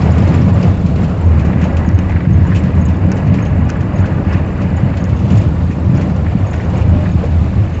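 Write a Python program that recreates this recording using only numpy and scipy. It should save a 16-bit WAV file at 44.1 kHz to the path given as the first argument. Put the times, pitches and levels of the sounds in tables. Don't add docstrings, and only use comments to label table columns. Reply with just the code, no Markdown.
import sys
import numpy as np
from scipy import signal
from scipy.fft import rfft, irfft, next_fast_len
from scipy.io import wavfile
from scipy.ndimage import uniform_filter1d, minimum_filter1d

SR = 44100
rng = np.random.default_rng(int(sys.argv[2]) if len(sys.argv) > 2 else 0)


def waveform_to_disk(signal):
    frames = np.transpose(np.atleast_2d(signal))
    scaled = np.clip(frames, -1, 1) * 32767
    samples = np.round(scaled).astype(np.int16)
    wavfile.write(sys.argv[1], SR, samples)


N = 343980
TIME = np.arange(N) / SR


def undb(db):
    return 10 ** (np.asarray(db) / 20)


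def unit(x):
    return x / np.sqrt(np.mean(x ** 2))


def smooth(x, size):
    return unit(uniform_filter1d(uniform_filter1d(x, size), size))


def highpass(x, hz, order):
    return signal.sosfilt(signal.butter(order, hz, "high", fs=SR, output="sos"), x)


def curves(table):
    times, *columns = np.transpose(table)
    return [np.interp(TIME, times, column) for column in columns]


def ring(x, modes, flip=-1):
    out = 0
    for k, (hz, width, db) in enumerate(modes):
        pole = np.exp((2j * np.pi * hz - np.pi * width) / SR)
        mode = signal.lfilter([0, pole.imag], [1, -2 * pole.real, abs(pole) ** 2], x)
        out = out + flip ** k * undb(db) * mode
    return out


def colour(x, spectrum):
    hz, db = np.transpose(spectrum)
    size = next_fast_len(N)
    bin_hz = np.maximum(np.arange(size // 2 + 1) * SR / size, 1)
    gain = undb(np.interp(np.log(bin_hz), np.log(hz), db))
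    return unit(irfft(rfft(x, size) * gain, size)[:N])


def strikes(times, sizes):
    x = np.zeros(N)
    np.add.at(x, np.minimum((np.asarray(times) * SR).astype(int), N - 1), sizes)
    return x


def grains(per_s, spread_db):
    when, sign, big = rng.random((int(per_s * N / SR), 3)).T
    return strikes(when * N / SR, np.sign(sign - .5) * undb(-spread_db * np.log(1 - big)))


def wander(per_s):
    hold = int(SR / per_s)
    return smooth(np.repeat(rng.standard_normal(N // hold + 1), hold)[:N], hold)


def decays(events, t60, rise_s):
    out = np.zeros(N)
    for start, db in events:
        t = TIME[int(start * SR):int((start + .3) * SR)] - start
        out[int(start * SR):][:len(t)] += undb(db) * (1 - np.exp(-t / rise_s)) * 1000. ** (-t / t60)
    return out


def steady(x, share):
    envelope = np.abs(signal.hilbert(x, next_fast_len(N))[:N])
    return unit(x / (envelope + 0.39 * np.std(x)) ** share)


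def stone_ring(*stages, stones_per_s=400):
    stones, lead_in = grains(stones_per_s, spread_db=2.0), SR // 4
    x = np.concatenate([stones[-lead_in:], stones])
    for modes in stages:
        x = ring(x, modes)
    return x[lead_in:]


# pitch in Hz, width in Hz, gain in dB.
FLOOR_MODES = [(81.9, 7, 0)]
# pitch in Hz, width in Hz, gain in dB.
ROOF_MODES = [(92.3, 23, -2.5), (107, 18, -5)]
# middle and length in seconds, floor and roof levels in dB.
BOOM_SWELLS = [(0.105, 0.13, -11, -16.5), (0.246, 0.08, -19, -10.5), (0.37, 0.13, -16, -12),
               (0.517, 0.12, -18, -8.5), (0.69, 0.039, -20, -4.5), (0.79, 0.13, -22, -19),
               (0.892, 0.12, -13, -26), (1.28, 0.029, -10, -14.5), (1.316, 0.17, -9.5, -27),
               (1.58, 0.47, -15.5, -33), (1.766, 0.04, -11, -32), (1.952, 0.035, -11, -4),
               (2.107, 0.12, -11.5, -17), (2.37, 0.19, -14, -9.5), (2.55, 0.045, -34, -8),
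               (2.822, 0.17, -9.5, -15), (3.043, 0.13, -15, -12), (3.283, 0.079, -32, -12),
               (3.59, 0.18, -17, -19.5), (3.792, 0.094, -19, -20), (4.007, 0.052, -13, -13.5),
               (4.183, 0.11, -23, -22), (4.327, 0.14, -12, -30), (4.75, 0.11, -22, -33),
               (5.16, 0.083, -13.5, -21), (5.348, 0.091, -20, -6), (5.477, 0.059, -11, -11.5),
               (5.65, 0.1, -17.5, -24), (5.895, 0.084, -16.5, -10.5), (6.2, 0.38, -17, -27),
               (6.422, 0.05, -17, -13), (6.856, 0.14, -11, -12.5), (6.998, 0.062, -22, -17),
               (7.167, 0.037, -11, -9.5), (7.345, 0.15, -11.5, -33), (7.59, 0.054, -21, -5)]


def body_boom(floor_rest_db=-19, roof_rest_db=-21):
    middle, length, floor_db, roof_db = np.transpose(BOOM_SWELLS)
    t = TIME[::64]
    bells = np.exp(-(2 * (t[:, None] - middle) / length) ** 4)

    def level(swell_db, rest_db):
        power = undb(rest_db) ** 2 + np.sum(undb(swell_db) ** 2 * bells, axis=1)
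        return np.interp(TIME, t, np.sqrt(power))

    floor = steady(stone_ring(FLOOR_MODES, [(78.0, 28, 0)]), share=0.67)
    roof = steady(stone_ring(ROOF_MODES, [(106.2, 34, 0)]), share=0.67)
    boom = floor * level(floor_db, floor_rest_db) + roof * level(roof_db, roof_rest_db)
    return highpass(boom, hz=64, order=4)


# pitch in Hz, width in Hz, gain in dB.
PANEL_MODES = [(129.8, 30, -0.5), (175.6, 27.7, 1.5), (191.3, 23.5, -1), (265, 47.6, -9), (326, 48, -13.5)]
# time in seconds, then base levels in dB
ROAD_LEVELS = [(0, -12, -20, -31.5, -40.5), (0.3, -12.5, -21.5, -35, -44), (0.66, -12.5, -21.5, -34.5, -42),
               (0.74, -13, -26, -40, -45.5), (1.27, -18, -25, -40, -48), (1.35, -16, -23.5, -35, -47),
               (1.65, -14.5, -22, -37.5, -48), (2.0, -22.5, -26, -37.5, -49), (2.35, -11, -27, -39, -48.5),
               (2.8, -16.5, -24.5, -38.5, -49), (3.4, -15, -24.5, -36.5, -50), (4.3, -19, -24, -39.5, -51),
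               (4.8, -16.5, -24.5, -36.5, -49), (5.3, -16.5, -25.5, -42, -47), (5.7, -18, -27, -41, -48),
               (6.05, -14, -25, -42, -50), (6.35, -20.5, -25.5, -39, -47), (6.9, -17.5, -25, -38.5, -47),
               (7.35, -16, -26.5, -40.5, -46), (7.8, -21, -30, -38.5, -48.5)]


def panel_drumming(shake_db=6.9):
    level_db = curves(ROAD_LEVELS)[0] + shake_db * aftershake()
    return stiff_mounts(undb(level_db) * steady(stone_ring(PANEL_MODES), share=0.13))


def stiff_mounts(x):
    return highpass(x, hz=100, order=2)


# pitch in Hz, width in Hz, gain in dB.
SUSPENSION_MODES = [(52, 20, 0)]


def wheel_rumble(level_db=-28):
    return undb(level_db) * unit(stone_ring(SUSPENSION_MODES, SUSPENSION_MODES))


# frequency in Hz, relative level in dB.
ROAR_SPECTRUM = [(140, -31), (230, 0.5), (322, -6.5), (389, -11), (576, -10), (746, -15), (1500, -24.5),
                 (1950, -72), (3300, -120)]
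# frequency in Hz, relative level in dB.
BUZZ_SPECTRUM = [(710, -3), (1200, -0.5), (1330, -10.5), (1700, 2.5), (2550, -3), (2990, -8), (3300, -37.5),
                 (4290, -53.5), (7260, -120)]
# frequency in Hz, relative level in dB.
RATTLE_SPECTRUM = [(1940, -8.5), (3300, -2), (4690, -6.5), (5930, -12), (7220, -9), (7650, -12),
                   (7920, -17.5), (8300, -30.5), (10800, -60.5), (18300, -120)]


def roar_and_rattle():
    roar_db, buzz_db, rattle_db = curves(ROAD_LEVELS)[1:]
    jolt = wander(30)
    jolt = unit(jolt - uniform_filter1d(jolt, size=6000))
    parts = chatter(per_s=30, sharpness=37.3, count=70)
    shake, patch_db = aftershake(), rough_patches()

    roar = colour(rng.standard_normal(N) + 0.5 * parts, ROAR_SPECTRUM)
    roar_db += 0.28 * patch_db + 0.87 * shake + 0.41 * jolt + 0.66 * wander(15)

    clicks = unit(grains(per_s=900, spread_db=1.0))
    buzz = colour(rng.standard_normal(N) + 0.72 * clicks + 0.47 * parts, BUZZ_SPECTRUM)
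    buzz_db += patch_db + 0.93 * shake + 0.73 * jolt

    rattle = colour(rng.standard_normal(N) + 0.28 * clicks + 0.5 * parts, RATTLE_SPECTRUM)
    rattle_db += 0.69 * patch_db + 1.1 * shake + 0.37 * jolt + 0.29 * wander(13)
    return roar * undb(roar_db) + buzz * undb(buzz_db) + rattle * undb(rattle_db)


def chatter(per_s, sharpness, count):
    return unit(sum(hz * ring(grains(per_s, spread_db=1), [(hz, hz / sharpness, 0)])
                    for hz in np.geomspace(300, 7800, count)))


# middle and length in seconds, lift in dB.
ROUGH_PATCHES = [(0.103, 0.069, -1.5), (0.273, 0.16, 2.5), (0.626, 0.086, 0), (1.04, 0.1, 4),
                 (1.643, 0.13, 3), (2.56, 0.36, 3), (3.174, 0.06, 1.5), (3.378, 0.17, 1), (4.06, 0.23, 3),
                 (4.338, 0.13, 7.5), (4.62, 0.051, 4.5), (5.364, 0.19, 4.5), (6.02, 0.15, 7),
                 (6.57, 0.09, 1), (6.793, 0.092, 3), (7.045, .1, 2.5), (7.256, 0.062, 1.5)]


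def rough_patches():
    middle, length, lift_db = np.transpose(ROUGH_PATCHES)
    t = TIME[::64]
    bells = np.exp(-(2 * (t[:, None] - middle) / length) ** 2)
    return np.interp(TIME, t, np.sum(lift_db * bells, axis=1))


# pitch in Hz, width in Hz, gain in dB.
DASH_MODES = [(1658, 55, -1), (1963, 31, -6)]
# time in seconds, relative level in dB.
HUM_LEVELS = [(0.0, -49), (0.28, -42), (0.87, -56), (1.67, -32), (2.47, -39.5), (2.52, -43), (2.61, -39.5),
              (5.08, -38), (5.17, -55.5), (7.1, -48), (7.71, -53), (7.8, -49)]


def dashboard_hum(gain_db=-6):
    hum = unit(ring(grains(per_s=250, spread_db=1.5), DASH_MODES))
    return hum * undb(curves(HUM_LEVELS)[0] + gain_db + 0.73 * rough_patches() + 0.87 * wander(14))


# top of the rise in seconds, level in dB, pitch in Hz.
DASH_SQUEAKS = [(0.015, -38, 5100), (0.0363, -47, 6840), (0.105, -38, 5000), (0.203, -39, 5200),
                (0.236, -40, 5140), (0.291, -36, 4220), (0.418, -37, 5240), (0.628, -35, 4950),
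                (0.861, -43, 4250), (0.958, -42, 4230), (4.328, -39, 5180), (4.632, -46, 4600),
                (4.973, -41, 4340), (5.376, -40, 4900), (0.121, -34, 6950), (0.348, -35, 7230),
                (0.5387, -37, 7240), (1.0335, -39, 7230), (1.2131, -46, 7400), (1.26, -44.5, 6700),
                (1.6407, -38, 6600), (1.8652, -39, 6750), (1.9465, -39, 6540), (1.9876, -40, 6430),
                (2.334, -40.5, 6430), (2.4703, -40, 7000), (2.5546, -41, 6500), (2.592, -38, 7500),
                (2.814, -35, 6570), (2.854, -36, 7350), (2.8576, -36, 6620), (3.1572, -41, 7450),
                (3.425, -35, 6540), (3.4675, -41, 6500), (3.9599, -39, 6600), (4.0027, -40, 6800),
                (4.7647, -37.5, 7030), (4.772, -43, 6650), (4.785, -47, 7080), (5.0065, -39, 6600),
                (5.047, -40, 6640), (5.047, -45, 7200), (5.1637, -41, 6560), (5.3218, -38, 7100),
                (5.372, -37, 7300), (5.377, -36, 6700), (5.96, -44, 5270), (5.971, -43, 5750),
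                (5.973, -40, 6750), (6.4677, -40, 6700), (6.48, -47, 6450), (6.5111, -39, 7100),
                (6.515, -42, 6540), (6.56, -45, 6700), (6.605, -46, 5600), (6.648, -46, 6550),
                (6.771, -43, 6600), (6.775, -44, 7400), (7.1182, -42, 6570), (7.7468, -45, 6450)]


def dashboard_squeaks(rise_s=0.0051, fall_s=0.012, stray_count=150, raspy_below_hz=6100):
    when, size, pitch = rng.random((stray_count, 3)).T
    strays = np.transpose([when * N / SR, -59 + 9 * size, 7500 - 3000 * pitch ** 2])
    t, out = TIME[:2048], np.zeros(N)
    rise = np.sin(np.pi / 2 * t / rise_s) ** 2
    fall = np.exp(-((t - rise_s) / fall_s) ** 2)
    envelope = np.where(t < rise_s, rise, fall)
    for top, db, hz in np.vstack([DASH_SQUEAKS, strays]):
        depth, grain_samples = (0.31, 60) if hz > raspy_below_hz else (0.8, 38)
        rasp = 1 - depth + depth * smooth(rng.standard_normal(len(t)), grain_samples)
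        squeak = undb(db) * envelope * rasp * np.sin(2 * np.pi * hz * t)
        i = max(int((top - rise_s) * SR), 0)
        out[i:i + len(t)] += squeak[:N - i]
    return out


# start in seconds, level in dB.
SCRAPES = [(0.0194, -31), (0.1794, -33), (0.2194, -33), (0.2733, -32), (0.3381, -32.5), (0.4165, -39),
           (0.6104, -36), (0.628, -37), (0.861, -33.5), (0.958, -36.5), (1.036, -36.5), (1.3927, -34.5),
           (1.449, -37), (1.6132, -33.5), (1.6394, -35), (1.7669, -32), (2.0946, -39), (2.548, -32.5),
           (2.558, -31.5), (2.6359, -38), (2.8833, -36), (3.1677, -35), (3.2675, -37.5), (3.34, -31.5),
           (3.3872, -40.5), (3.4491, -36), (3.689, -32), (3.805, -37), (3.9794, -37.5), (4.055, -36),
           (4.3306, -35.5), (4.6144, -37), (4.969, -34), (5.1657, -42), (5.19, -40), (5.09, -38),
           (5.3009, -32), (5.352, -37), (5.374, -42), (5.4116, -36.5), (5.7094, -37.5), (6.01, -33),
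           (6.095, -41), (6.16, -38), (6.531, -33.5), (6.6064, -40), (6.6994, -40), (6.7755, -38),
           (6.8094, -40), (7.2379, -40)]
# frequency in Hz, relative level in dB.
SCRAPE_SPECTRUM = [(1200, -13.5), (2500, 14), (3500, 1.5), (5500, -1), (7500, -0.5), (8500, -47)]


def trim_scrapes():
    patchy = rng.standard_normal(N) + 0.18 * chatter(per_s=91, sharpness=55, count=30)
    return colour(patchy, SCRAPE_SPECTRUM) * decays(SCRAPES, t60=0.13, rise_s=0.0012)


# start in seconds, peak level in dB, pitch in Hz.
TRIM_KNOCKS = [(0.089, -8.5, 630), (0.168, -12, 530), (0.223, -8, 510), (0.226, -10.5, 786),
               (0.2697, -25, 2030), (0.276, -15, 496), (0.3366, -20, 1810), (0.629, -24, 2400),
               (0.632, -14, 570), (0.917, -15, 594), (0.959, -17.5, 470), (0.995, -12.5, 566),
               (1.034, -25, 1300), (1.45, -22, 503), (1.5015, -21, 1100), (1.532, -21.5, 2020),
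               (1.604, -21, 452), (1.62, -27, 1570), (1.634, -20, 2010), (1.654, -13, 700),
               (1.848, -25, 1720), (1.9, -24, 1790), (2.0956, -18.5, 2080), (2.096, -16, 750),
               (2.1208, -20, 1990), (2.161, -18.5, 1840), (2.206, -20, 1920), (2.2503, -22, 1800),
               (2.3426, -27, 2100), (2.451, -24, 1740), (2.519, -13.5, 1780), (2.558, -17, 2520),
               (3.1168, -18, 1560), (3.339, -24, 2320), (3.344, -12, 500), (3.3845, -19.5, 2080),
               (3.459, -25, 2650), (3.693, -19.5, 1500), (3.7578, -21.5, 1740), (3.938, -16, 450),
               (4.011, -21.5, 1520), (4.027, -18, 1010), (4.0434, -18, 1680), (4.046, -24, 457),
               (4.3096, -27, 2100), (4.327, -19, 1150), (4.3457, -21, 2050), (4.585, -24, 1520),
               (4.94, -23.5, 2050), (5.37, -17, 600), (5.706, -29, 2000), (6.019, -27, 1980),
               (6.2632, -20, 1950), (6.535, -20.5, 1770), (6.6008, -19.5, 2010), (7.0555, -19.5, 1920),
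               (7.056, -22, 1360), (7.228, -12, 553), (7.237, -9, 456)]


def trim_knocks(rattle=0.49, t60=0.09, grit_db=2.5):
    t, out = TIME[:8192], np.zeros(N)
    for start, db, hz in TRIM_KNOCKS:
        grit = rng.standard_normal(len(t)) * undb(grit_db * np.repeat(rng.standard_normal(64), 128))
        push = rattle * grit * 1000. ** (-t / t60)
        push[0] = 5.0
        width_hz = 160 + hz / 4.9
        knock = ring(ring(push, [(hz, width_hz, 0)]), [(hz, 3.1 * width_hz, 0)])
        i = int(start * SR)
        out[i:i + len(t)] += undb(db) * knock[:N - i] / np.abs(knock).max()
    return out


# start in seconds, relative strength of the blow in dB.
BIG_STONES = [(0.182, -10), (0.231, -6.5), (0.444, 2.5), (0.471, -1), (0.842, -5.5), (1.013, 0.5),
              (1.38, -9), (1.559, 1), (1.878, 2), (1.987, -1.5), (2.272, 5.5), (2.353, -18), (2.76, -3.5),
              (3.051, -8), (3.265, -3.5), (3.304, 2.5), (3.589, -4), (3.992, -3), (4.08, -2.5),
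              (4.177, -2.5), (4.266, -5), (4.352, 2.5), (4.611, -2), (4.832, 1.5), (5.126, -8.5),
              (5.245, 2.5), (5.333, 1.5), (5.697, -1.5), (5.895, 1.5), (6.084, -7.5), (6.352, 4),
              (6.662, -8), (6.753, -5.5), (6.932, -7), (6.957, 0), (7.146, -3.5), (7.359, -19),
              (7.401, -8.5), (7.564, -6)]


def stone_thumps(panel_db=-6.5, roof_db=-11.5):
    starts, db = np.transpose(BIG_STONES)
    blows = uniform_filter1d(strikes(starts, undb(db)), size=90)
    panels = undb(panel_db) * ring(blows, PANEL_MODES, flip=0.94)
    roof = undb(roof_db) * ring(blows, ROOF_MODES, flip=0.84)
    return stiff_mounts(panels + roof)


def aftershake():
    return np.tanh(decays(BIG_STONES, t60=0.42, rise_s=0.0053))


# start in seconds, chirp peak in dB, dull crack peak in dB.
PLASTIC_SNAPS = [(1.889, -29, -36), (1.9888, -31, -18), (3.1168, -24, -26), (3.123, -29, -32),
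                 (3.7008, -23, -19), (5.04, -29, -35), (5.9515, -37.5, -42)]
# pitch in Hz, width in Hz, gain in dB.
CRACK_MODES = [(1600, 500, 13.7), (2740, 720, 16)]


def plastic_snaps(from_hz=7940, to_hz=3900, sweep_s=0.0028, crack_t60=0.012):
    t, out = TIME[:1024], np.zeros(N)
    along = np.minimum(t / sweep_s, 1)
    hz = from_hz + (to_hz - from_hz) * along
    chirp = np.sin(np.pi * along) * np.sin(2 * np.pi * np.cumsum(hz) / SR)
    for start, chirp_db, crack_db in PLASTIC_SNAPS:
        burst = rng.standard_normal(len(t)) * 1000. ** (-t / crack_t60)
        crack = ring(ring(burst, CRACK_MODES), [(2240, 2300, 0)])
        crack /= np.abs(crack).max()
        out[int(start * SR):][:len(t)] += undb(chirp_db) * chirp + undb(crack_db) * crack
    return out


# time in seconds, pitch in Hz, level in dB.
TONE_PATH = [(6.92, 602, -29), (7.042, 605, -29.5), (7.09, 603, -42)]


def faint_tone():
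    hz, db = curves(TONE_PATH)
    sounding = (TIME > TONE_PATH[0][0]) & (TIME < TONE_PATH[-1][0])
    fade = uniform_filter1d(sounding.astype(float), size=800)
    return np.sqrt(2) * fade * undb(db) * np.sin(2 * np.pi * np.cumsum(hz) / SR)


def scene():
    bed = body_boom() + panel_drumming() + wheel_rumble() + roar_and_rattle() + dashboard_hum()
    hits = stone_thumps() + trim_knocks() + plastic_snaps() + trim_scrapes() + dashboard_squeaks()
    return (bed + hits + faint_tone())[None]


def limiter(x, ceiling=1.008, window=1301):
    gain = np.minimum(1, ceiling / (np.abs(x) + 1e-9))
    return x * uniform_filter1d(minimum_filter1d(gain, window), window)


def record(dry, top_hz=8700, hiss_db=-80, hiss_top_hz=15500):
    x = highpass(dry, hz=34, order=4)
    x = signal.sosfilt(signal.butter(5, 7800, fs=SR, output="sos"), x)
    x = signal.sosfilt(signal.ellip(8, .05, 45, top_hz, fs=SR, output="sos"), x)
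    x = np.clip(limiter(x), -1, 1) + undb(hiss_db) * rng.standard_normal(x.shape)
    x = signal.sosfilt(signal.ellip(8, .01, 40, hiss_top_hz, fs=SR, output="sos"), x)
    return np.clip(x, -1, 1)


dry = scene()
out = record(dry)
waveform_to_disk(out)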